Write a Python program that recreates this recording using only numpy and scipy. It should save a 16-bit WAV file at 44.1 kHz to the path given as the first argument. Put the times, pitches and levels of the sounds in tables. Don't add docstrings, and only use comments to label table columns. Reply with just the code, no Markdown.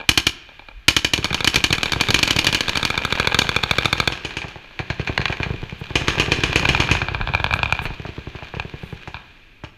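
import sys
import numpy as np
from scipy import signal
from scipy.fft import rfft, irfft, next_fast_len
from scipy.io import wavfile

SR = 44100
rng = np.random.default_rng(int(sys.argv[2]) if len(sys.argv) > 2 else 0)


def wav_out(sig):
    wavfile.write(sys.argv[1], SR, np.round(np.clip(np.atleast_2d(sig).T, -1, 1) * 32767).astype(np.int16))


N = 430857
SHOT = 2048
TIME = np.arange(N) / SR
AGE = np.arange(SHOT) / SR

PATHS = {"near": (-0.06, 6, 2.5, -10, 23, -15.5, 12999.5, -3.5),
         "bright": (.45, 5, 0.2, -14, 24, -20, 8998.5, 0.5),
         "hollow": (0.54, 4, 1.82, -18.5, 24, -11, 2101, -1.5),
         "round": (0.54, 4, 1, -3.5, 23.5, -17, 5000, 2), "dry": (-0.1, 3, 1.5, -22, 25.5, -14, 6000, -1.5),
         "echoing": (0.06, 4.1, 2.2, -3, 23.5, -16, 6999, 6.5),
         "hard": (0.4, 3, 1.67, -20.5, 25.5, -13.5, 6000, -2.5),
         "knocking": (0.5, 1.5, 1.2, -11.5, 26, -15, 3997, 2.5),
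         "tick": (-0.5, 4, 1.6, -2, 25.5, -13, 5998.5, 2),
         "far": (0.7, 4.5, 3.5, -13, 26.5, -8.5, 2499.5, -6)}
# frequency in Hz, level in dB.
BRIGHT = [(700, -36.5), (1200, -37.5), (1600, -6.5), (2000, -4.5), (2400, 3.5), (2700, -1), (3000, 7.5),
          (3600, -1.5), (4400, 2.5), (5100, -11), (6500, -24), (10000, -68)]
HOLLOW = [(700, -32), (1300, 5.5), (1600, -1.5), (1900, -15), (2250, 3.5), (2550, -2), (2950, -20.5),
          (3500, 3.5), (4000, -3.5), (4500, -4), (5000, -27.5), (14000, -54.5)]
ROUND = [(700, -28), (1200, 9), (1600, 1), (1950, 2), (2400, 6), (2650, 8.5), (3100, 7.5), (3600, -4),
         (4300, -1), (5000, -9), (6500, -13.5), (10000, -64.5)]
RATTLING = [(700, -25.5), (1200, -1), (1600, 4.5), (1950, 5.5), (2400, 8), (2650, 3), (3100, 2.5),
            (3600, -3.5), (4300, 0.5), (5000, -18.5), (6500, -12), (10000, -64)]
KNOCKING = [(600, -13.5), (1000, -16.5), (1300, 1.5), (1650, -2.5), (2000, -18), (2350, 4.5), (2600, 1.5),
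            (3050, -6), (3500, -5.5), (4300, -8.5), (5100, -24), (10000, -93.5)]


def cracks():
    heard, rolling = np.zeros(N), np.zeros(N)
    for place, (*_, echo_ms, echo_db, echo_hz, tail_db) in PATHS.items():
        shots = battery(place)
        heard += shots + wall_echo(shots, echo_ms / 1000, echo_db, echo_hz)
        rolling += undb(tail_db) * shots
    return heard, rolling


def battery(place, sameness=0.49, snap_db=2.3):
    # start in seconds, level in dB, firing place.
    shots = [(.001, -34.5, "far"), (.012, -34.5, "far"), (0.0899, -5.5, "near"), (0.175, -8.5, "near"),
             (.267, -10.5, "near"), (.49, -42.5, "far"), (0.594, -39.5, "far"), (0.6862, -38, "far"),
             (0.8818, -5.5, "near"), (0.9652, -9.5, "near"), (1.0456, -12.5, "near"),
             (1.135, -11.5, "near"), (1.178, -23, "bright"), (1.228, -30, "tick"),
             (1.2441, -16.5, "bright"), (1.2547, -20.5, "hollow"), (1.305, -26, "round"),
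             (1.329, -20, "hollow"), (1.3445, -16.5, "bright"), (1.378, -28, "tick"),
             (1.4056, -18.5, "hollow"), (1.4448, -15.5, "bright"), (1.4739, -10, "near"),
             (1.531, -32, "tick"), (1.5433, -18.5, "bright"), (1.5577, -11, "near"), (1.64, -10.5, "near"),
             (1.7054, -19.5, "hollow"), (1.7265, -12.5, "near"), (1.7354, -21.5, "round"),
             (1.7819, -19.5, "hollow"), (1.8314, -16, "bright"), (1.8578, -19.5, "hollow"),
             (1.9205, -17.5, "bright"), (1.9334, -17, "hollow"), (2.01, -13.5, "bright"),
             (2.086, -16, "hollow"), (2.1051, -15, "bright"), (2.143, -10, "near"), (2.16, -21, "hollow"),
             (2.1903, -17.5, "bright"), (2.229, -11, "near"), (2.276, -17.5, "bright"),
             (2.3071, -12, "near"), (2.3636, -18.5, "bright"), (2.3885, -13, "near"),
             (2.445, -18.5, "bright"), (2.4586, -28, "hollow"), (2.4674, -12, "near"),
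             (2.5271, -18.5, "bright"), (2.5461, -14, "near"), (2.6071, -17, "bright"),
             (2.682, -18, "hollow"), (2.6936, -19, "bright"), (2.7553, -18, "hollow"),
             (2.7726, -17, "bright"), (2.796, -28, "far"), (2.8292, -15.5, "hollow"),
             (2.851, -16, "bright"), (2.9022, -16, "hollow"), (2.9421, -26.5, "far"),
             (2.9768, -15, "hollow"), (3.0176, -30, "far"), (3.05, -14.5, "hollow"),
             (3.1245, -14, "hollow"), (3.175, -26.5, "far"), (3.1986, -12.5, "hollow"),
             (3.246, -24.5, "far"), (3.2724, -12, "hollow"), (3.32, -23, "far"), (3.345, -11.5, "hollow"),
             (3.3891, -10, "bright"), (3.418, -15, "hollow"), (3.4912, -14, "hollow"),
             (3.5632, -12.5, "hollow"), (3.6361, -13.5, "hollow"), (3.7107, -11, "hollow"),
             (3.784, -11.5, "hollow"), (3.847, -22.5, "echoing"), (3.8556, -11.5, "hollow"),
             (3.9283, -11.5, "hollow"), (3.9792, -26, "echoing"), (4.001, -11.5, "hollow"),
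             (4.075, -11.5, "hollow"), (4.1213, -24, "echoing"), (4.2486, -23, "echoing"),
             (4.3074, -31.5, "round"), (4.3688, -22.5, "echoing"), (4.4177, -29.5, "round"),
             (4.4824, -35, "echoing"), (4.645, -44, "far"), (4.71, -45, "far"), (4.7912, -24.5, "round"),
             (4.9013, -23, "round"), (4.996, -31, "round"), (5.0103, -32.5, "tick"),
             (5.074, -21.5, "round"), (5.1768, -14, "dry"), (5.215, -24, "round"), (5.2555, -15.5, "dry"),
             (5.2807, -26.5, "tick"), (5.3246, -23, "round"), (5.4309, -21, "round"),
             (5.955, -13, "echoing"), (6.0816, -12.5, "echoing"), (6.1978, -12.5, "echoing"),
             (6.3188, -13, "echoing"), (6.4355, -13.5, "echoing"), (6.5579, -11.5, "echoing"),
             (6.654, -16, "hard"), (6.6886, -13, "echoing"), (6.7486, -16, "hard"), (6.801, -14, "echoing"),
             (6.8222, -23.5, "knocking"), (6.89, -23, "knocking"), (6.9131, -12.5, "echoing"),
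             (6.9511, -21.5, "knocking"), (7.0173, -22, "knocking"), (7.085, -24, "knocking"),
             (7.1467, -23.5, "knocking"), (7.2129, -25, "knocking"), (7.2741, -25, "knocking"),
             (7.2889, -28.5, "knocking"), (7.3372, -23, "knocking"), (7.3491, -16, "hard"),
             (7.4, -26, "knocking"), (7.4428, -16.5, "hard"), (7.464, -25.5, "knocking"),
             (7.5094, -23, "knocking"), (7.5272, -24, "knocking"), (7.5378, -15, "hard"),
             (7.5912, -25, "knocking"), (7.6313, -16, "hard"), (7.6577, -25, "knocking"),
             (7.698, -30.5, "knocking"), (7.7243, -14.5, "hard"), (7.791, -24, "knocking"),
             (7.8543, -26, "round"), (8.0636, -35.5, "tick"), (8.361, -39, "tick"), (8.3875, -39, "far"),
             (8.433, -40, "tick"), (8.5494, -35.5, "tick"), (8.598, -23.5, "hard"),
             (9.075, -37.5, "echoing"), (9.1438, -31, "knocking"), (9.169, -38.5, "knocking"),
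             (9.6391, -38.5, "echoing"), (9.6467, -39, "tick")]
    # frequency in Hz, level in dB.
    treble_tone = [(3500, -22), (5000, -7), (5450, 3.5), (5900, 0), (6500, 5.5), (7200, -3), (8600, -9),
                   (10300, -8), (15000, -15.5)]
    body_tone = [(180, -21), (330, -5.5), (480, -2), (650, -4), (950, -0.5), (1350, -1), (2000, -20),
                 (5000, -67)]
    boom_tone = [(25, -43.5), (50, -2), (90, 2.5), (140, 2.5), (220, 3), (310, 2), (450, -12),
                 (1000, -38.5), (4000, -70)]
    tones = {"near": (BRIGHT, -8, -9.5, -5.5, 15000, 370, 610),
             "bright": (BRIGHT, -8, -4, -5, 14500, 250, 480),
             "hollow": (HOLLOW, -14.5, -3.5, -4.5, 14300, 180, 660),
             "round": (RATTLING, -24, -2.5, -10, 11000, 350, 220),
             "dry": (RATTLING, -20, -0.5, -11, 7200, 450, 210),
             "echoing": (ROUND, -11, -4, -0.24, 7500, 254, 930),
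             "hard": (KNOCKING, -22.5, 0, -2.5, 7800, 465, 160),
             "knocking": (KNOCKING, -34, 2.7, 1, 8000, 540, 128),
             "tick": (ROUND, -20, -16, -16, 7400, 320, 240),
             "far": (KNOCKING, -28, 2.5, -8, 12000, 310, 560)}
    snap_tone, treble_db, body_db, boom_db, treble_hz, body_hz, boom_hz = tones[place]
    front, close_ms, bounce_ms, scatter_db = PATHS[place][:4]
    push = through(ground_bounce(bounce_ms / 1000, gain=0.65), response(boom_tone))
    boom = unit_start(lowpass(lowpass(push, boom_hz), boom_hz), count=353)
    body = signal.sosfilt(signal.butter(3, body_hz, "high", fs=SR, output="sos"), response(body_tone))
    treble = lowpass(response(treble_tone), treble_hz)
    bands = ((response(snap_tone), snap_db), (treble, treble_db), (body, body_db))
    usual = cluster(close_ms / 1000, front, evening=0.47)
    out = np.zeros(N)
    for start, db in [(start, db) for start, db, fired_at in shots if fired_at == place]:
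        close = sameness * usual + (1 - sameness) * cluster(close_ms / 1000, front)
        scatter = grains(SHOT, spread_db=8) * (1 - np.exp(-(AGE / 0.0032) ** 2)) * np.exp(-AGE / 0.015)
        shock = close / np.linalg.norm(close) + undb(scatter_db - 21.5) * scatter
        crack = sum(undb(band_db) * unit_start(through(shock, ir), count=353) for ir, band_db in bands)
        add(out, start, undb(db) * (crack + undb(boom_db) * boom))
    return out


def thuds(lead_s=0.00283, ragged_db=-4, scatter_db=-16):
    SOFT, FIRM, SHARP = -13, -8, -2.4
    # time in seconds, relative level in dB, amount of knock.
    bangs = [(1.188, -21, SOFT), (1.311, -23, SOFT), (1.573, -22.5, FIRM), (1.705, -22, SOFT),
             (1.963, -21, FIRM), (2.094, -18.5, SOFT), (2.361, -20.5, SOFT), (2.488, -23, FIRM),
             (3.451, -28, SHARP), (4.444, -29.5, SHARP), (4.56, -35, SHARP), (4.8, -23, FIRM),
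             (4.903, -21, FIRM), (4.998, -19.5, SOFT), (5.096, -20, FIRM), (5.195, -19.5, SOFT),
             (5.3, -20.5, FIRM), (5.403, -20, FIRM), (5.464, -23.5, FIRM), (5.505, -19, SOFT),
             (5.542, -25, SOFT), (5.631, -25, SOFT), (5.726, -26.5, SOFT), (5.815, -26.5, SOFT),
             (5.907, -26, FIRM), (6.015, -24, FIRM), (6.177, -22, FIRM), (6.231, -24, FIRM),
             (6.283, -21.5, FIRM), (6.387, -21.5, SOFT), (6.496, -22, SOFT), (6.6, -23.5, SOFT),
             (6.633, -24, SHARP), (6.703, -19, SOFT), (6.798, -19, FIRM), (6.846, -25.5, FIRM),
             (6.912, -20, SOFT), (7.028, -24, SOFT), (7.118, -27.5, FIRM), (7.205, -25.5, FIRM),
             (7.299, -25, FIRM), (7.4, -29, SOFT), (7.561, -28, SHARP), (7.818, -26.5, FIRM),
             (7.856, -26, SHARP), (7.906, -27, FIRM), (7.999, -27, SOFT), (8.053, -29, SHARP),
             (8.091, -27, SOFT), (8.182, -25, SOFT), (8.273, -26, SOFT), (8.352, -29.5, FIRM),
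             (8.426, -31.5, SHARP), (8.541, -29.5, SHARP), (8.569, -27, SOFT), (8.651, -27.5, SOFT),
             (8.74, -27.5, SOFT), (8.834, -28, SOFT), (8.928, -26, SOFT), (9.077, -30.5, SHARP),
             (9.639, -31, SHARP)]
    # frequency in Hz, level in dB.
    swing_tone = [(25, -38.5), (50, -9.5), (90, -4.5), (130, -3), (180, 0.5), (260, -9), (400, -14.5),
                  (700, -23.5), (3000, -82)]
    knock_tone = [(150, -13), (280, -2.5), (440, 3), (600, 0.5), (900, 0.5), (1300, -9), (2000, -10.5),
                  (5000, -58)]
    swing, knock = response(swing_tone), unit_start(response(knock_tone), count=529)
    out = np.zeros(N)
    for when, db, knock_db in bangs:
        blast = ground_bounce(delay_s=0.0022 * np.exp(0.093 * rng.standard_normal()), gain=0.75)
        ragged = knock + undb(ragged_db) * through(knock, cluster(length_s=0.013, front=0))
        bang = unit_start(through(blast, swing), count=529) + undb(knock_db) * ragged
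        bang = bang + undb(scatter_db) * through(bang, cluster(length_s=0.023, front=0))
        add(out, when - lead_s, undb(db + 4.0) * delay_lows(bang, lag_s=0.00516, corner_hz=322))
    return out


def cluster(length_s, front, evening=0.31):
    crowd = grains(SHOT, spread_db=6.5) * np.exp(-(AGE / length_s) ** 2)
    crowd /= np.linalg.norm(crowd)
    crowd[0] += front
    spectrum = rfft(crowd, 2 * SHOT)
    crowd = irfft(spectrum / (abs(spectrum) + 1e-9) ** evening)[:SHOT]
    return crowd / np.linalg.norm(crowd)


def ground_bounce(delay_s, gain):
    pair = np.maximum(1 - abs(AGE - delay_s) * SR, 0) * gain
    pair[0] = 1
    return pair


def delay_lows(x, lag_s, corner_hz):
    hz = np.fft.rfftfreq(2 * SHOT, 1 / SR)
    phase = 2 * np.pi * lag_s * corner_hz * np.log1p(hz / corner_hz)
    return irfft(rfft(x, 2 * SHOT) * np.exp(-1j * phase))[:SHOT]


def wall_echo(x, delay_s, db, cutoff_hz):
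    echo = np.zeros(2 * SHOT)
    add(echo, delay_s, undb(db) * cluster(length_s=0.0018, front=0.21, evening=0.52))
    return through(x, lowpass(echo, cutoff_hz))


def rolling_echoes(x):
    # delay in seconds, level in dB.
    slaps = [(.041, -25), (0.0506, -26.5)]
    # frequency in Hz, level in dB, seconds to fade by 60 dB.
    tail = [(98, -13.5, 0.55), (350, -13.5, 0.71), (1000, -13, 0.6), (2500, -16.5, 1.0), (5000, -15, 0.53),
            (10900, -13, 0.21)]
    t = np.arange(SR) / SR
    echoes = np.zeros(SR)
    for delay, db in slaps:
        add(echoes, delay, undb(db) * cluster(length_s=0.0023, front=0.12, evening=1.0))
    sparse = np.exp(-t / 0.15)
    separate = sparse * grains(SR, spread_db=2.5)
    wash = np.sqrt(1 - sparse ** 2) * rng.standard_normal(SR)
    spectrum = rfft(separate + wash)
    hz = np.maximum(np.fft.rfftfreq(SR, 1 / SR), 1)
    centres = np.log([row[0] for row in tail])
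    for share, (_, db, fade_s) in zip(np.eye(len(tail)), tail):
        band = irfft(spectrum * np.interp(np.log(hz), centres, share))
        fade = np.exp(-np.log(1000) * t / fade_s) * (1 - np.exp(-t / 0.016))
        echoes += undb(db) * band * fade / np.linalg.norm(fade)
    return through(x, echoes)


def crackle(pops_per_s=90, spread_db=4.5, wash_db=-4, pops_db=-1, rumble_db=-2, thinning=0.94):
    # time in seconds, relative levels of the pops and of the rumble in dB.
    levels = [(0.55, -47.5, -82), (0.88, -53, -60), (1.06, -44, -41), (1.47, -33, -40), (2.14, -25, -30),
              (3.97, -29.5, -42), (4.66, -44.5, -53), (5.25, -34, -41), (5.79, -38.5, -49),
              (5.99, -33, -37), (6.12, -27.5, -33), (6.74, -22.5, -30), (7.15, -38.5, -37.5),
              (7.64, -34, -37), (8.02, -39.5, -47), (9.0, -42, -46), (9.36, -48.5, -52.5),
              (9.77, -58, -53.5)]
    # frequency in Hz, level in dB.
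    pop_tone = [(200, -5), (500, -7), (950, -3.5), (1300, -4), (1600, -4), (2000, -3.5), (2500, 0.5),
                (3200, -1.5), (4400, -9), (5200, -19.5), (6500, -20), (8500, -34.5), (15000, -36)]
    rumble_tone = [(30, 5.5), (90, -14), (180, -2.5), (300, -1), (500, -9), (1000, -33.5), (4000, -74.5)]
    times, *columns = np.transpose(levels)
    high_db, low_db = (np.interp(TIME, times, column) for column in columns)
    pops = np.zeros(N)
    shapes = [cluster(length_s=.002, front=.6) for _ in range(64)]
    gaps, sizes = rng.standard_normal((2048, 2)).T
    starts = np.cumsum(gaps ** 2) / pops_per_s
    for k, (start, size) in enumerate(zip(starts, sizes)):
        add(pops, start, undb(spread_db * min(size, 1.5)) * shapes[k % len(shapes)])
    share = undb(thinning * np.minimum(high_db + 31.5, 0))
    mix = (share * unit(pops) + undb(wash_db) * rng.standard_normal(N)) / np.hypot(share, undb(wash_db))
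    high = unit(through(mix, response(pop_tone)))
    low = unit(through(rng.standard_normal(N), response(rumble_tone)))
    return undb(high_db + pops_db) * high + undb(low_db + rumble_db) * low


def fizzes():
    # time of the peak in seconds, level in dB, half-width in seconds.
    moments = [(5.8, -56, 0.012), (7.55, -51, 0.031), (7.84, -45, 0.021), (8.88, -62, 0.078)]
    hiss = unit(bandpass(grains(N, spread_db=7), 7000, 15000))
    return hiss * swells(moments)


def air(night_db=-53, wind_hz=44, breeze_db=-49, whine_db=-81, whine_hz=12850):
    # time of the peak in seconds, level in dB, half-width in seconds.
    gusts = [(0.774, -32, 0.026), (5.62, -31, 0.04), (7.23, -21, 0.032), (7.892, -25, 0.045)]
    # frequency in Hz, level in dB.
    night_tone = [(20, -9), (40, -18.5), (100, -8), (300, -29.5), (1000, -29.5), (2500, -21), (5000, -40.5),
                  (8000, -49.5), (15000, -52.5)]
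    wind = unit(bandpass(rng.standard_normal(N), 20, wind_hz))
    eddies = unit(np.cos(np.angle(signal.hilbert(wind, next_fast_len(N))[:N])))
    bumps = lowpass(eddies, 82) * swells(gusts)
    night = unit(through(rng.standard_normal(N), response(night_tone)))
    whine = unit(signal.lfilter(*signal.iirpeak(whine_hz, whine_hz / 270, fs=SR), rng.standard_normal(N)))
    return bumps + undb(breeze_db) * wind + undb(night_db) * night + undb(whine_db) * whine


def swells(rows):
    return sum(undb(db) * np.exp(-((TIME - peak_s) / width_s) ** 2) for peak_s, db, width_s in rows)


def grains(count, spread_db):
    return unit(rng.standard_normal(count) * undb(spread_db * np.minimum(rng.standard_normal(count), 2.5)))


def response(tone, size=8192):
    hz, db = np.transpose(tone)
    grid = np.maximum(np.fft.rfftfreq(size, 1 / SR), 1)
    gains = undb(np.interp(np.log(grid), np.log(hz), db))
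    cepstrum = irfft(np.log(gains))
    cepstrum[1:size // 2] *= 2
    cepstrum[size // 2 + 1:] = 0
    return irfft(np.exp(rfft(cepstrum)))[:SHOT]


def through(x, ir):
    return signal.fftconvolve(x, ir)[:len(x)]


def lowpass(x, hz):
    return signal.sosfilt(signal.butter(2, hz, fs=SR, output="sos"), x)


def bandpass(x, low_hz, high_hz):
    return signal.sosfilt(signal.butter(2, [low_hz, high_hz], "band", fs=SR, output="sos"), x)


def add(out, start_s, x):
    i = min(max(int(round(start_s * SR)), 0), len(out))
    out[i:i + len(x)] += x[:len(out) - i]


def undb(db):
    return 10 ** (np.asarray(db) / 20)


def unit(x):
    return x / np.sqrt(np.mean(x ** 2))


def unit_start(x, count):
    return x / np.sqrt(np.mean(x[:count] ** 2))


def scene():
    sharp, rolling = cracks()
    dull = thuds()
    blasts = sharp + dull + wall_echo(dull, delay_s=.027, db=-13.5, cutoff_hz=2500)
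    return (blasts + rolling_echoes(rolling + dull) + crackle() + fizzes() + air())[None]


def record(dry):
    # ringing frequency in Hz, its width in Hz, level against the direct sound in dB.
    housing = [(1639, 103, 2.5), (2414, 118, 2), (3550, 110, -15.5), (6250, 53, -18)]
    rings = sum(undb(db) * signal.lfilter(*signal.iirpeak(hz, hz / width, fs=SR), dry)
                for hz, width, db in housing)
    clipped = np.clip(undb(-3) * (dry + rings), -.85, .85)
    return signal.sosfilt(signal.ellip(12, .2, 90, 15200, fs=SR, output="sos"), clipped)


dry = scene()
out = record(dry)
wav_out(out)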